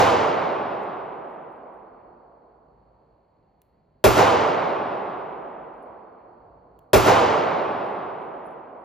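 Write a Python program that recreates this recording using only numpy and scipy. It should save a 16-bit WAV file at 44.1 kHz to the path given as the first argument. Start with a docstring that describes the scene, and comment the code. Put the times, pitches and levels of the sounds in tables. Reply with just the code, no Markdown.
"""Three pistol shots in a long concrete shooting range, heard from just behind the shooter's booth.
The first is fired just before the start: its roar, banded noise decaying treble first, is already dying away.
Ventilation, shaped noise, hums throughout. Brass cases tinkle on the floor as noise ticks and beating damped sines;
the trigger clicks as it resets, noise through steel resonances. At the second and third shots the booth rings
briefly (banded noise and damped modes), the far end of the hall answers, and the long roar and the cases follow."""
import sys
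import numpy as np
from scipy import signal
from scipy.fft import rfft, irfft, next_fast_len
from scipy.io import wavfile
from scipy.ndimage import uniform_filter1d, minimum_filter1d, map_coordinates

SR = 44100
rng = np.random.default_rng(int(sys.argv[2]) if len(sys.argv) > 2 else 0)


def digitize_waveform(pressure):
    """Quantize a signal to 16-bit integers and store it at the path in sys.argv[1].

    Rows of a 2-D input are taken as channels; values are limited to [-1, 1].
    """
    field = np.atleast_2d(pressure).T
    bounded = np.clip(field, -1, 1)
    quanta = np.round(bounded * 32767).astype(np.int16)
    wavfile.write(sys.argv[1], SR, quanta)


N = 389844


def amp(db):
    """Amplitude ratio of a level: 20 dB to each factor of ten."""
    return 10 ** (np.asarray(db) / 20)


def along(points, hz):
    """Interpolate (Hz, value) points on a logarithmic frequency axis."""
    point_hz, value = np.transpose(points)
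    return np.interp(np.log(hz + 1), np.log(point_hz + 1), value)


def add(track, sound, s):
    """Superposition: mix a sound into the track at s seconds, cutting what lies outside."""
    start = round(s * SR)
    part = sound[..., max(-start, 0):track.shape[-1] - start]
    first = max(start, 0)
    track[..., first:first + part.shape[-1]] += part


def ports(pair, hz):
    """Interchannel level and phase: each microphone port adds its own to a pair of spectra."""
    # left level over right: frequency_hz, difference_db
    lean = [(60, 0.8), (140, 0), (330, 0), (500, -3.5), (850, -2.5), (1200, -1), (1600, 0.2), (4000, 0),
            (15000, 1)]
    # phase by which left leads, into opposition near 9 kHz and back: frequency_hz, phase_rad
    lead = [(1800, 0), (2900, .55), (5200, .6), (5800, -1.45), (6700, -.8), (7100, -1.1), (7600, -2.3),
            (8000, -2.2), (8350, -np.pi), (9500, -np.pi), (10300, -4.3), (11000, -4.6), (12000, -5.6),
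            (13300, -2 * np.pi)]
    tilt = amp(along(lean, hz) / 2) * np.exp(.5j * along(lead, hz))
    return pair * [tilt, 1 / tilt]


def diffuse(spectrum, size, bass_apart):
    """Diffuse field: spectra of partly coherent noise, rms 1; bass_apart lowers the likeness of the bass."""
    # left-right likeness before the ports: frequency_hz, correlation
    likeness = [(60, .96), (200, .92), (330, .86), (500, .66), (770, .36), (1100, .3), (1600, .7),
                (2200, .96), (5000, .92), (5600, .84), (8000, .83), (8300, .9995), (9600, .9995),
                (10000, .82), (11700, .72), (12800, .985)]
    hz = np.fft.rfftfreq(size, 1 / SR)
    common, opposed = rfft(rng.standard_normal((2, size)))
    alike = along(likeness, hz) * (1 - bass_apart / (1 + (hz / 260) ** 4))
    # a sum and a difference of two noises correlate by the cosine of twice the mixing angle
    turn = np.arccos(np.clip(alike, -1, 1)) / 2
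    mixed = np.cos(turn) * common + np.sin(turn) * opposed * [[1], [-1]]
    pair = amp(along(spectrum, hz)) * ports(mixed, hz)
    return hz, pair * size / np.sqrt(np.sum(abs(pair) ** 2))


def fading(spectrum, size, level_db, count, bass_apart):
    """Frequency-dependent decay: overlapping bands of diffuse noise, each following level_db(Hz, s)."""
    hz, pair = diffuse(spectrum, size, bass_apart)
    t = np.arange(size) / SR
    # band centres stand at equal ratios from 40 Hz to 16 kHz
    place = (count - 1) * np.clip(np.log((hz + 1) / 40) / np.log(400), 0, 1)
    out = np.zeros((2, size))
    for k in range(count):
        centre_hz = 40 * 400 ** (k / (count - 1))
        band = irfft(pair * np.clip(1 - abs(place - k), 0, 1), size)
        # reflections arrive in clumps, differently in each band: 22 levels a second, 1 dB deviation
        clumps_db = np.interp(t * 22, np.arange(100), rng.standard_normal(100))
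        # a band needs about a cycle to build up
        build_up = (1 - np.exp(-t / (0.00027 + .5 / centre_hz))) ** 2
        out += band * amp(level_db(centre_hz, t) + clumps_db) * build_up
    return out


def ring(modes, t, phases):
    """Modal decay: a sum of damped sines from (Hz, dB, t60 s) rows."""
    return sum(amp(db - 60 * t / t60) * np.sin(2 * np.pi * hz * t + phase)
               for (hz, db, t60), phase in zip(modes, phases))


def nearby(x):
    """Point source: a small close sound as both ports hear it."""
    size = next_fast_len(N)
    hz = np.fft.rfftfreq(size, 1 / SR)
    return irfft(ports(rfft(x, size), hz), size)[:, :N]


def booth():
    """Early reflection and resonance: the blast bounces between partitions, bass modes stand out."""
    # relative spectrum of the bounces: frequency_hz, density_db (per Hz)
    bounce_spectrum = [(18, -52), (30, -17.5), (60, -12), (105, -15), (215, -16), (437, -3.5), (650, -9),
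                       (940, -8), (1960, -23.5), (2600, -20.5), (3500, -25), (5300, -28.5), (7000, -31.5),
                       (9500, -24.5), (12000, -33), (15000, -36), (16000, -57.5)]
    # decay of the bounces: frequency_hz, t60_s
    bounce_t60 = [(50, 0.55), (200, 0.26), (500, 0.099), (1500, 0.21), (3500, 0.088), (7000, .15),
                  (13000, 0.14)]
    # reflections pile up until: frequency_hz, peak_s
    gather = [(300, 0.051), (1000, 0.015), (2000, 0.012), (3500, 0.011), (7000, 0.0086), (12000, 0.0028)]
    # panel and cavity modes: frequency_hz, level_db, t60_s
    panels = [(112, -23.5, 0.93), (216, -24, 0.19), (276, -22.5, 0.2), (379, -12, 0.34), (428, -13.5, 0.16),
              (533, -9, 0.082), (622, -10.5, 0.19), (964.4, -19.5, .2)]
    size = SR // 2
    t = np.arange(size) / SR

    def level_db(hz, t):
        peak_s = along(gather, hz)
        rise_db = -4 * np.maximum(1 - t / peak_s, 0)
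        return rise_db - 60 * np.maximum(t - peak_s, 0) / along(bounce_t60, hz)

    bounce = fading(bounce_spectrum, size=size, level_db=level_db, count=16, bass_apart=.6)
    # neighbouring modes start in opposition, .6 rad apart between the channels
    start = np.pi * np.arange(len(panels))
    hum = np.array([ring(panels, t, start + side) for side in (.3, -.3)])
    return amp(-9.5) * bounce + hum * (1 - np.exp(-t / 0.00098)) ** 2


def hall():
    """Reverberation: the roar is held back until the far wall has answered, then each band dies at its own speed."""
    # relative spectrum of the roar: frequency_hz, density_db (per Hz)
    roar_spectrum = [(18, -59), (30, -35), (55, -18.5), (98, -11.5), (160, -14), (240, -12.5), (384, -5.5),
                     (760, -2), (1050, -5), (1400, -11.5), (1750, -17), (2300, -18.5), (4000, -27.5),
                     (6200, -32.5), (9500, -39.5), (14000, -52), (15000, -55), (15600, -89.5)]
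    # decay of the main roar: frequency_hz, t60_s
    roar_t60 = [(40, 1), (70, 1.1), (110, 2.3), (200, 4.1), (400, 3.81), (800, 3.46), (1200, 3.39),
                (1600, 2.96), (2200, 2.53), (3000, 2.28), (4200, 1.76), (6500, 1.08), (10000, 0.72),
                (15000, 0.35)]
    # the roar before the far wall answers: frequency_hz, relative_db
    held = [(150, -4), (700, -7.5), (4000, -3), (12000, -4)]
    # the far wall's slap over the roar: frequency_hz, relative_db
    slap = [(150, 2.5), (700, 2.5), (4000, 2.5), (12000, 6)]
    # a faint part of the roar that hangs on longer: frequency_hz, relative_db, t60_s
    linger = [(150, -22.5, 5), (402, -16, 5.5), (900, -15, 5.9), (2000, -22, 3.2), (4000, -23.5, 2),
              (12000, -25, 2.1)]
    linger_level = [row[:2] for row in linger]
    linger_t60 = [row[::2] for row in linger]
    # the far wall answers after, builds up over, and its slap sinks into the roar in
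    far_wall_s, arrival_s, slap_fade_s = 0.13, 0.015, 0.098

    def level_db(hz, t):
        arrived = .5 + .5 * np.tanh((t - far_wall_s) / arrival_s)
        slap_db = along(slap, hz) * np.exp(-np.maximum(t - far_wall_s, 0) / slap_fade_s)
        quick_db = -60 * (t - .2) / along(roar_t60, hz)
        slow_db = along(linger_level, hz) - 60 * (t - .2) / along(linger_t60, hz)
        # the two decays add as powers
        both_db = 10 * np.log10(amp(2 * quick_db) + amp(2 * slow_db))
        return (1 - arrived) * along(held, hz) + arrived * slap_db + both_db

    return amp(-16.5) * fading(roar_spectrum, size=SR * 9 // 2, level_db=level_db, count=20, bass_apart=.1)


def pistol():
    """Impulse response: gun, room and microphone keep their places, so every shot brings the same answer."""
    # shots, the first before the start: start_s, relative_db
    shots = [(-.1628, 0.5), (4.04, 0.94), (6.9316, 1.22)]
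    answer, out = hall(), np.zeros((2, N))
    add(answer, booth(), 0)
    for s, db in shots:
        add(out, amp(db) * answer, s)
    return out


def ventilation():
    """Broadband air noise: a low rumble and air with a thin whine above it, each swelling and sinking a little."""
    # relative spectrum with a narrow whine: frequency_hz, density_db (per Hz)
    air_spectrum = [(20, -46), (32, -22.5), (52, -3.5), (80, -14), (102, -11), (150, -10.5), (250, -16.5),
                    (500, -17), (900, -22), (1500, -34.5), (2200, -39.5), (3800, -51.5), (4150, -43.5),
                    (4400, -37), (4600, -42.5), (4850, -58.5), (6700, -65), (7050, -55), (7350, -63),
                    (11000, -75.5)]
    level_db, rumble_sway_db, air_sway_db = -64, 1.5, .6
    size, t = next_fast_len(N), np.arange(N) / SR
    hz, pair = diffuse(air_spectrum, size=size, bass_apart=0)
    low = 1 / (1 + (hz / 400) ** 2)

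    def wander(rate_hz):
        steps = rng.standard_normal(int(N * rate_hz / SR) + 4)
        return map_coordinates(steps, [t * rate_hz])

    rumble = amp(rumble_sway_db * (wander(2) + wander(8))) * irfft(pair * low, size)[:, :N]
    air = amp(air_sway_db * (wander(2) + wander(8))) * irfft(pair * (1 - low), size)[:, :N]
    return amp(level_db) * (rumble + air)


def cases():
    """Impact excitation: each bounce ticks and sets the brass ringing; the split mode beats."""
    # bounces of brass cases, levels relative: start_s, ring_db, tick_db
    bounces = [(0.833, -90, -55), (1.273, -84, -71.5), (1.297, -74, -78), (1.515, -84, -79),
               (1.7194, -86, -89), (4.8893, -78, -74), (4.9841, -84, -67), (5.7396, -88, -74),
               (5.8221, -78, -78), (7.853, -66.5, -63.5), (8.209, -76.5, -72), (8.4497, -70, -73),
               (8.7894, -88, -90)]
    # a split ring mode, levels before random variation: frequency_hz, level_db, t60_s
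    brass = [(10580, -8.5, .3), (10630, -2.5, 0.37), (10680, -1, 0.32), (10760, -4, .22)]
    out, t = np.zeros(N), np.arange(SR // 3) / SR
    bright = signal.butter(2, [4500, 11500], "band", fs=SR, output="sos")
    tick_fade = amp(-60 * t / 0.017) + amp(-15.0 - 60 * t / .07)
    for s, ring_db, tick_db in bounces:
        modes = [(hz, db + rng.normal(0, 3), t60) for hz, db, t60 in brass]
        tone = ring(modes, t, rng.uniform(0, 2 * np.pi, len(brass)))
        # the case spins as it flies
        flutter = map_coordinates(rng.standard_normal(24), [t * 60])
        ringing = amp(ring_db + 4 * flutter) * tone * (1 - np.exp(-t / .002))
        tick = signal.sosfilt(bright, rng.standard_normal(len(t))) * tick_fade
        add(out, ringing + amp(tick_db) * tick, s)
    return nearby(out)


def trigger():
    """Resonant filtering: a dry steel click with a faint smear from the booth."""
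    # clicks, peak level ahead of the ports: start_s, peak_db
    clicks = [(3.6173, -49.5), (6.790, -50)]
    # resonances of the trigger parts: frequency_hz, width_hz, relative_db
    resonances = [(2860, 700, -4.5), (7150, 2500, -7), (9890, 2500, -1), (14450, 1800, -4.5)]
    out, size = np.zeros(N), SR // 4
    t, hz = np.arange(size) / SR, np.fft.rfftfreq(size, 1 / SR)
    steel = 0
    for k, (centre, width, db) in enumerate(resonances):
        # neighbouring resonances have opposite signs
        damping = 1j * hz * width
        steel = steel + (-1) ** k * amp(db) * damping / (centre * centre - hz * hz + damping)
    shape = (amp(-60 * t / .008) + amp(-39.5 - 60 * t / 0.41)) * (1 - np.exp(-t / 0.0011))
    for s, db in clicks:
        click = irfft(rfft(rng.standard_normal(size) * shape) * steel, size)
        add(out, amp(db) * click / abs(click).max(), s)
    return nearby(out)


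def scene():
    """Superposition of the shots, ventilation, cases and trigger."""
    return pistol() + ventilation() + cases() + trigger()


def record(dry):
    """Gain limiting and band limiting: peaks are held down, a faint recorder hiss joins, the top is cut."""
    ceiling, hiss_db, top_hz = .92, -102, 16100
    needed = np.minimum(1, ceiling / (abs(dry).max(axis=0) + 1e-9))
    # the gain is held and smoothed over samples on both sides of a peak
    gain = uniform_filter1d(minimum_filter1d(needed, size=161), size=81)
    taken = dry * gain + amp(hiss_db) * rng.standard_normal(dry.shape)
    size = next_fast_len(N + SR)
    passed = np.fft.rfftfreq(size, 1 / SR) < top_hz
    return irfft(rfft(taken, size) * passed, size)[:, :N]


dry = scene()
out = record(dry)
digitize_waveform(out)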